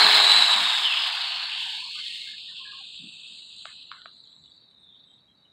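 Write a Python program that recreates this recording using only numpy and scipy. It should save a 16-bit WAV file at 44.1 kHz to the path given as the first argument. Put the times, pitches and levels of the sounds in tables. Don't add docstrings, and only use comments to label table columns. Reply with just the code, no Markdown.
import sys
import numpy as np
from scipy import signal
from scipy.fft import rfft, irfft, next_fast_len
from scipy.io import wavfile
from scipy.ndimage import uniform_filter1d

SR = 44100
rng = np.random.default_rng(int(sys.argv[2]) if len(sys.argv) > 2 else 0)


def put_to_file(sound):
    columns = np.atleast_2d(sound).T
    safe = np.clip(columns, -1, 1)
    whole_steps = np.round(safe * 32767)
    wavfile.write(sys.argv[1], SR, whole_steps.astype(np.int16))


def amplitude_ratio(level_db):
    exponent = np.asarray(level_db, float) / 20
    return 10 ** exponent


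N = 243449
T = np.arange(N) / SR

# f/Hz, density/dB per Hz
STREET = [(20, -88.5), (45, -83), (65, -74), (100, -76), (170, -72.5), (260, -77.5), (500, -84),
          (1000, -85), (1600, -89), (2200, -91), (4000, -99), (5600, -104), (8000, -108), (12600, -111),
          (13300, -121), (16000, -121)]
# t/s, length/s, f/Hz, level/dB
PUFFS = [(0, 0.2, 179, -54), (.12, .2, 54.2, -58), (0.28, 0.25, 185, -57.5), (0.522, 0.24, 175.6, -55.5),
         (2.498, .05, 170, -58.5), (2.98, 0.24, 166.3, -53.5), (2.898, .25, 65, -64.5),
         (3.289, 0.1, 192, -58.5), (3.498, .2, 60.1, -66), (4.35, 0.18, 149.2, -60.5),
         (4.321, 0.24, 75, -62)]
# t/s, length/s, f/Hz, level/dB
ECHOES = [(.68, 0.1, 385, -63), (.79, .12, 365, -59.5), (1.765, 0.21, 1010, -62.5),
          (2.5, .07, 1040, -64), (1.94, 0.089, 1220, -62.5), (1.5, .07, 1210, -63),
          (1.72, 0.15, 1650, -75), (1.7, 0.066, 1900, -68), (1.95, 0.08, 1500, -63.5),
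          (2.7, .07, 1200, -66.5), (2.02, 0.35, 1900, -66.5), (1.87, 0.59, 2130, -63.5),
          (2.2, 0.17, 2150, -62), (2.09, 0.24, 2000, -70), (2.12, 0.087, 1070, -66.5),
          (2.26, 0.089, 1660, -62), (2.325, 0.049, 1725, -63), (2.1, 0.0695, 960, -70),
          (2.2, .1, 380, -71), (2.79, 0.064, 800, -61.5), (2.5, 0.13, 1485, -67),
          (1.8, .14, 2400, -68),
          (2.97, .54, 2660, -63.5), (3.37, .06, 2176, -68.5), (3.62, .3, 2620, -71),
              (3.66, 0.095, 2100, -69), (3.667, .08, 1770, -69), (3.702, 0.08, 1400, -69.5),
              (3.7, .06, 1050, -67), (3.926, .08, 2050, -69), (3.979, .06, 1460, -65),
              (3.992, .06, 1780, -68), (4.035, .03, 1393, -68), (4.09, .07, 1150, -72),
              (4.102, .06, 1440, -74), (3.74, .14, 5050, -84), (4.1, .055, 2880, -76),
              (4.2, .09, 3050, -78), (4.431, .08, 2950, -74), (4.7, .08, 3074, -76),
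              (5.038, .19, 3194, -74), (5.27, .08, 3205, -72.5), (5.387, .13, 3640, -76.5),
              (5.41, .14, 3000, -72), (5.171, .13, 4450, -79), (5.32, .22, 4470, -78.5),
              (4.933, .1, 3137, -77.5), (4.03, .44, 8400, -92), (4.6, .45, 8470, -88),
              (4.06, .91, 6900, -86), (4.15, 0.69, 7690, -85), (5.02, .26, 7820, -84.5),
              (5.23, .3, 7790, -89), (5.04, .12, 8500, -89.5), (5.36, .18, 8600, -89)]
# thud/dB, upper crack/dB, echo/dB
STONES = [
    (3.6204, -37, -22, 8, -37),
    (3.654, -18.5, -7, -3, -35),
    (3.915, -17.5, -36, -4.5, -40),
    (3.924, -26.5, -32, -12, -29.5),
    (3.944, -54, -20, -8, -27),
    (4.017, -36, -18, 8.5, -42),
    (4.057, -20.5, -7, -11, -48),
]
# t/s, peak
# level/dB, f/Hz
TICKS = [(2.9, -33, 3123), (3.045, -31, 3535), (3.5743, -44, 4020), (3.607, -39, 3950),
         (3.6545, -40.5, 930), (3.7609, -33, 3920), (3.831, -34, 3830), (4.117, -52, 4040),
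         (4.1676, -40, 3920), (4.2023, -32.5, 4030), (4.239, -35, 4060), (4.2735, -34.5, 4100),
         (4.3283, -37, 4040), (4.364, -37, 4020), (4.439, -37.5, 3870), (4.458, -38, 3820),
         (4.4776, -38, 3540), (4.5183, -39.5, 3740), (4.5783, -39.5, 3900), (4.6421, -45, 3640),
         (4.7474, -41.5, 3850), (5.0034, -45.5, 3895)]
# t/s, f/Hz, level/dB
UPPER_SLIDE = [
    (2.44, 1866, -84),
    (2.485, 1830, -53.5),
    (2.56, 1745, -60.5),
    (2.62, 1718, -60),
    (2.68, 1672, -48),
    (2.73, 1652, -56),
    (2.84, 1575, -61),
    (2.9, 1540, -80),
]
LOWER_SLIDE = [
    (2.53, 1050, -76),
    (2.59, 1063, -52),
    (2.66, 1055, -55),
    (2.72, 1065, -52),
    (2.8, 1090, -57),
    (2.87, 1075, -80),
]
# multiple of shaft rate/1, level/dB
SHAFT_ORDERS = [(3, -8), (4, 1), (5, -17), (6, -3.5), (7, 0), (8, 5.5), (9, -3), (10, 0.5), (12, 4.5)]
# t/s, f/Hz, level/dB
MESH = [(0, 4280, -24.5), (.07, 4103, -31.5), (.14, 3814, -26), (.225, 3783, -24.5), (.25, 3916, -19.5),
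        (.36, 3996, -17), (.43, 3934, -23), (.55, 3910, -22.5), (.61, 3880, -35), (.67, 3780, -31),
        (.76, 3768, -27.5), (.82, 3690, -30)]
# t/s, f/Hz, level/dB
YELP = [
    (.828, 3330, -39),
    (.84, 3220, -25.5),
    (.864, 3050, -21),
    (.885, 2850, -26),
    (.91, 2700, -27.5),
    (.935, 2590, -29),
    (.96, 2520, -45),
]
# t/s, f/Hz, level/dB
RIDGE = [(.8, 5086, -47), (1.0, 4980, -36.5), (1.1, 4750, -38.5), (1.4, 4246, -35), (1.48, 4400, -38),
         (1.58, 4570, -47), (1.72, 4492, -43), (1.88, 4380, -43), (2.2, 4300, -44.5), (2.5, 4403, -60),
         (4.0, 4550, -67), (4.18, 4600, -66), (4.35, 4500, -74), (4.55, 4520, -60.5), (4.72, 4400, -71)]
# t/s, f/Hz, level/dB
TRAY = [(.81, 3510, -41), (.85, 3330, -19), (.9, 3200, -27), (.97, 3043, -23.5), (1.08, 3188, -28),
        (1.2, 3007, -41), (1.35, 2877, -36), (1.47, 2990, -52), (1.52, 2967, -32.5), (1.62, 3134, -30),
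        (1.75, 3190, -35), (1.9, 3070, -53)]
# t/s, gear level/dB, shell f/Hz, shell level/dB re gears (how far it faces the microphone)
CAR = [(0, -13.5, 4170, 9), (.05, -15.5, 4048, 2.5), (.35, -17.5, 4032, -0.5), (.71, -23.5, 3664, -2),
       (.89, -27, 3390, -6), (1.22, -29.5, 3530, -30), (1.66, -33.5, 3296, -25), (1.89, -35.5, 3800, -31),
       (2.18, -34.5, 3726, -8), (2.33, -40, 3680, -2.5), (2.72, -41, 3546, -15), (2.86, -43, 3626, -6.5),
       (3.8, -46, 3952, 0), (4.15, -51.5, 4007, 5), (4.76, -59, 3810, 2), (4.91, -52, 3626, 9.5),
       (5.3, -62, 3900, 3.5), (5.52, -59, 3855, 9.5)]
# t/s, hiss level/dB re gears
LOAD = [(0, -23), (.5, -20.5), (1.0, -21), (1.45, -26.5), (1.68, -19.5), (1.9, -22.5), (2.2, -20.5),
        (2.42, -25), (2.86, -20.5), (3.45, -16.5), (3.68, -16), (3.85, -22), (4.1, -18), (4.5, -21.5),
        (5.52, -24.5)]
# f/Hz, density/dB per Hz
TYRES = [(90, -46.5), (170, -21), (300, -22), (540, -17), (700, -2.5), (1050, 3), (1300, -1), (1700, 3),
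         (1950, -2), (2250, 2), (2700, -11.5), (3200, -57)]
GEARS = [(1700, -17.5), (2300, -14.5), (2600, -1), (3200, 1.5), (3900, 1.5), (4500, -0.5), (4850, -14.5),
         (5150, -22), (6000, -35.5), (7000, -52)]
MOTOR = [(5000, -26.5), (5900, -11.5), (6600, -1.5), (7300, 3), (7850, 4), (8400, 0), (9000, -7),
         (9600, -36.5)]
TOP = [(4500, -18.5), (5000, 21.5), (5400, 4), (6000, -15.5), (8500, -8.5), (9500, 2.5), (11500, -3),
       (13200, -14.5), (14300, -2.5), (15700, -4)]
# f/Hz, width/Hz, start t/s
NOTCHES = [
    (510, 194, 0.35),
    (1250, 400, 1.44),
    (1936, 350, 1.62),
]

STREET_FADE_DB, STREET_FADE_S = 1, 4.8
PUFF_WIDTH_HZ = 69
ECHO_Q, ECHO_TONE = 17.5, 0.46
TREES_T60_S = 0.48
TICK_S = 0.0009
SHAFT_HZ, SHAFT_SAG_HZ_PER_S = 105.1, 7.3
ORDERS_DB, ORDERS_LOSS_DB_PER_S, ORDERS_END_S, ORDERS_FADE_S = -40, 13, 0.696, 0.12
LOW_ORDER_LOSS_DB_PER_S = 13
SIDE_SHARE, SIDE_FADE_S = 1.15, 0.33
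OVERTONE_DB = -19.5
TYRE_DB, GROUND_KNEE_S, GROUND_LOSS_DB = -6, 1.963, 8.5
TOP_DB, AIR_LOSS_DB_PER_S = -19.5, 2.5
TOP_FOLLOWS, MEAN_LOAD_DB = 0.6, -23
LIFT_S, LIFT_LENGTH_S, LIFT_DROP_DB = 2.48, 0.33, 25
SURGE_DB = 0.5
GEAR_DIP_HZ, GEAR_DIP_WIDTH_HZ, GEAR_DIP_FROM_S, GEAR_DIP_GROWS_S = 2860, 364, 4, 0.2
NOTCH_GROWS_S = 0.12
MARGIN_DB, HOLD_S, DEPTH_DB, LATCH_DB = 5.5, 0.02, -19, 3.2
CUTOFF_HZ = 15800


def rms_one(x):
    return x / np.sqrt(np.mean(x ** 2) + 1e-20)


def in_time(rows):
    s, *columns = np.transpose(rows)
    return [np.interp(T, s, c) for c in columns]


def within(rows):
    return (T > rows[0][0]) * (T < rows[-1][0])


def ramp(start, length):
    return np.clip((T - start) / length, 0, 1)


def at_hz(points, hz):
    f, level = np.transpose(points)
    return np.interp(np.log(hz), np.log(f), level, left=-200, right=-200)


def drift(rate):
    r = np.exp(-80 * np.pi * rate / SR)
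    white = rng.standard_normal(N // 40 + 2002)
    slow = signal.lfilter([1], [1, -2 * r, r * r], white)[2000:]
    return np.interp(np.arange(N) / 40, np.arange(len(slow)), rms_one(slow))


def resonance(x, hz, width_hz):
    r = np.exp(-np.pi * width_hz / SR)
    poles = [1, -2 * r * np.cos(2 * np.pi * hz / SR), r * r]
    return signal.lfilter([(1 - r * r) / 2, 0, (r * r - 1) / 2], poles, x)


def coloured(x, spectrum, patchy_db):
    size = next_fast_len(N, real=True)
    hz = np.maximum(np.fft.rfftfreq(size, 1 / SR), 1)
    shaped = rfft(x, size) * amplitude_ratio(at_hz(spectrum, hz))
    ends_hz = [spectrum[0][0], spectrum[-1][0]]
    place = np.interp(np.log(hz), np.log(ends_hz), [0, 11])
    out = np.zeros(N)
    for k in range(12):
        band = np.clip(1 - np.abs(place - k), 0, 1)
        out += irfft(shaped * band, size)[:N] * amplitude_ratio(patchy_db * drift(8.9))
    return out


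def wavering(hz, level_db, width_hz, loose):
    phase = 2 * np.pi * np.cumsum(hz) / SR
    in_phase = (1 + loose * drift(width_hz)) * np.cos(phase)
    quadrature = loose * drift(width_hz) * np.sin(phase)
    return amplitude_ratio(level_db + 2.0) * (in_phase + quadrature) / np.sqrt(1 + 2 * loose ** 2)


def grit(size_db):
    return rms_one(rng.standard_normal(N) * amplitude_ratio(size_db * np.clip(drift(330), -2, 2)))


def swells(rows):
    out, white = np.zeros(N), rng.standard_normal(N)
    for s, length, hz, level_db, width_hz in rows:
        span = slice(int(max(s, 0) * SR), min(int((s + length) * SR), N))
        size = span.stop - span.start
        lead_in = white[:span.stop][-SR:]
        narrow = rms_one(resonance(resonance(lead_in, hz, width_hz), hz, 1.5 * width_hz))
        tone = ECHO_TONE * np.sqrt(2) * np.sin(2 * np.pi * hz * T[span])
        swell = np.sin(np.pi * np.linspace(0, 1, size) ** 0.6) ** 1.1
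        out[span] += amplitude_ratio(level_db + 9.5) * swell * rms_one(rms_one(narrow[-size:]) + tone)
    return out


def street():
    wash_db = STREET_FADE_DB * (0.5 - np.clip(T / STREET_FADE_S, 0, 1) ** 2)
    white = rng.standard_normal(N) * np.sqrt(SR / 2)
    return coloured(white, STREET, patchy_db=0.3) * amplitude_ratio(wash_db)


def puffs():
    return swells([(*row, PUFF_WIDTH_HZ) for row in PUFFS])


def roadside_echoes():
    return swells([(*row, np.clip(row[2] / ECHO_Q, 40, 100)) for row in ECHOES])


def slides():
    upper = wavering(*in_time(UPPER_SLIDE), width_hz=60, loose=1)
    lower = wavering(*in_time(LOWER_SLIDE), width_hz=45, loose=0.3)
    return (upper + lower) * within(UPPER_SLIDE)


def stones():
    s, peak_db, thud_db, upper_db, echo_db = np.transpose(STONES)
    low, mid, high, back = np.full((4, N), 1e-18)
    at = ((s + 0.000984) * SR).astype(int)
    low[at] = amplitude_ratio(peak_db + thud_db)
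    mid[at] = amplitude_ratio(peak_db)
    high[at] = amplitude_ratio(peak_db + upper_db)
    back[at + 500] = amplitude_ratio(peak_db + echo_db)
    thud = resonance(resonance(low, 620, 480), 720, 700) * amplitude_ratio(26)
    main_mode = resonance(resonance(mid, 1200, 500), 1300, 650)
    upper_mode = resonance(resonance(mid, 2080, 350), 2080, 450)
    body = (main_mode + 0.2 * upper_mode) * amplitude_ratio(24)
    crack = resonance(resonance(resonance(high, 3300, 1100), 3700, 1300), 3500, 1800) * amplitude_ratio(22)
    dying = signal.lfilter([1], [1, -amplitude_ratio(-60 / (TREES_T60_S * SR))], back)
    scatter = rms_one(resonance(resonance(grit(size_db=4), 1200, 800), 1350, 1300))
    far = signal.butter(6, 4800, fs=SR, output="sos")
    return signal.sosfilt(far, -thud - body - crack + dying * scatter)


def ticks():
    out, age = np.zeros(N), np.arange(600) / SR
    for s, peak_db, hz in TICKS:
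        at = int(s * SR)
        swell = age / TICK_S * np.exp(-age / TICK_S)
        out[at:at + 600] += amplitude_ratio(peak_db + 5) * swell * np.sin(2 * np.pi * hz * age)
    return out


def shaft_hz():
    return SHAFT_HZ - SHAFT_SAG_HZ_PER_S * np.minimum(T, 1)


def shaft_orders():
    turns = shaft_hz()
    orders = np.zeros(N)
    for k, level_db in SHAFT_ORDERS:
        loss_db = (ORDERS_LOSS_DB_PER_S + LOW_ORDER_LOSS_DB_PER_S * (k < 6)) * T
        orders += wavering(k * turns, ORDERS_DB + level_db - loss_db, width_hz=12, loose=0.17)
    return orders * np.clip((ORDERS_END_S - T) / ORDERS_FADE_S, 0, 1) ** 2


def tooth_mesh():
    turn = 2 * np.pi * np.cumsum(shaft_hz()) / SR
    hz, level_db = in_time(MESH)
    mesh = wavering(hz, level_db, width_hz=50, loose=0.15 + 1.2 * np.exp(-T / 0.07))
    octave = wavering(2 * hz, level_db + OVERTONE_DB, width_hz=260, loose=3)
    side = SIDE_SHARE * np.exp(-T / SIDE_FADE_S) * (np.cos(turn) + np.cos(2 * turn))
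    return (octave + mesh * (1 + side)) * np.clip((MESH[-1][0] - T) / 0.04, 0, 1)


def whine():
    yelp = wavering(*in_time(YELP), width_hz=90, loose=0.75) * within(YELP)
    ridge = wavering(*in_time(RIDGE), width_hz=120, loose=2.5) * within(RIDGE)
    tray = wavering(*in_time(TRAY), width_hz=520, loose=6) * within(TRAY)
    return shaft_orders() + tooth_mesh() + yelp + ridge + tray


def car():
    gear_db, centre_hz, shell_db = in_time(CAR)
    tyre_db = TYRE_DB - GROUND_LOSS_DB * np.minimum(T / GROUND_KNEE_S, 1.1) ** 5.9
    motor_db, = in_time(LOAD)
    top_db = TOP_DB + TOP_FOLLOWS * (motor_db - MEAN_LOAD_DB)
    top_db = top_db - AIR_LOSS_DB_PER_S * np.minimum(T, LIFT_S) - LIFT_DROP_DB * ramp(LIFT_S, LIFT_LENGTH_S)
    turn = 2 * np.pi * np.cumsum(shaft_hz()) / SR
    throb = np.exp(-T / 0.2) * (np.cos(turn) + 0.19 * np.cos(2 * turn))
    bumps = 0.5 * drift(14) + 0.8 * drift(50)
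    air_db = 0.6 + 0.55 * T
    rattle = grit(size_db=1.6)

    carrier = np.exp(2j * np.pi * np.cumsum(centre_hz) / SR)
    shell = np.real(carrier * (drift(190) + 1j * drift(190)))
    gears = rms_one(coloured(rattle, GEARS, 0.86 * air_db)) + amplitude_ratio(shell_db) * shell
    gears = gears / np.sqrt(1 + amplitude_ratio(shell_db) ** 2) * amplitude_ratio(2.0 * throb + bumps)
    dip = resonance(gears, GEAR_DIP_HZ, GEAR_DIP_WIDTH_HZ)
    gears = gears - 0.46 * ramp(GEAR_DIP_FROM_S, GEAR_DIP_GROWS_S) * dip

    tyres = rms_one(coloured(grit(size_db=1.5), TYRES, 1.5 * air_db))
    tyres = tyres * amplitude_ratio(tyre_db + 0.71 * throb + 0.28 * bumps)
    tyres = tyres * np.clip((2.45 - T) / 0.25, 0, 1)
    roar = gears + tyres
    for hz, width_hz, start in NOTCHES:
        roar = roar - ramp(start, NOTCH_GROWS_S) * resonance(roar, hz, width_hz)

    surge = SURGE_DB * drift(19)
    motor = rms_one(coloured(rattle, MOTOR, 0.71 * air_db))
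    motor = motor * amplitude_ratio(motor_db + 1.1 * throb + 0.46 * bumps + 0.5 * surge)
    top = rms_one(coloured(rattle, TOP, air_db))
    top = top * amplitude_ratio(top_db + 1.1 * throb + 1.2 * bumps + surge)
    return amplitude_ratio(gear_db) * (roar + motor + top)


def scene():
    background = street() + puffs() + roadside_echoes() + slides()
    return (background + stones() + ticks() + whine() + car())[None]


def suppress(x):
    hz, _, cells = signal.stft(x, SR, nperseg=512, noverlap=384, scaling="psd")
    power = uniform_filter1d(2 * np.abs(cells) ** 2, size=3, axis=0)
    r = np.exp(-128 / (HOLD_S * SR))
    smooth = signal.lfilter([1 - r], [1, -r], power, axis=1)
    power = np.maximum(smooth, 0.53 * power)
    threshold = amplitude_ratio(at_hz(STREET, np.clip(hz, 170, 15900)) + MARGIN_DB)
    above = power / threshold[:, None] ** 2
    opened, state = np.zeros(above.shape), np.ones(len(hz))
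    for i, column in enumerate(above.T):
        latched = column * amplitude_ratio(2 * LATCH_DB * (state - 1))
        state = 1 / (1 + (latched + 1e-9) ** -3)
        opened[:, i] = state
    gain = np.maximum(uniform_filter1d(opened, size=3, axis=1), amplitude_ratio(DEPTH_DB))
    return signal.istft(cells * gain, SR, nperseg=512, noverlap=384, scaling="psd")[1][:N]


def low_pass(x):
    return signal.sosfilt(signal.butter(12, 16320, fs=SR, output="sos"), x)


def record(dry):
    low_edge = signal.butter(2, 70, "high", fs=SR, output="sos")
    high_edge = signal.ellip(10, 0.5, 45, CUTOFF_HZ - 100, fs=SR, output="sos")
    x = signal.sosfilt(low_edge, suppress(dry[0]))
    mix = signal.sosfilt(high_edge, x)[None]
    return low_pass(mix)


dry = scene()
out = record(dry)
put_to_file(out)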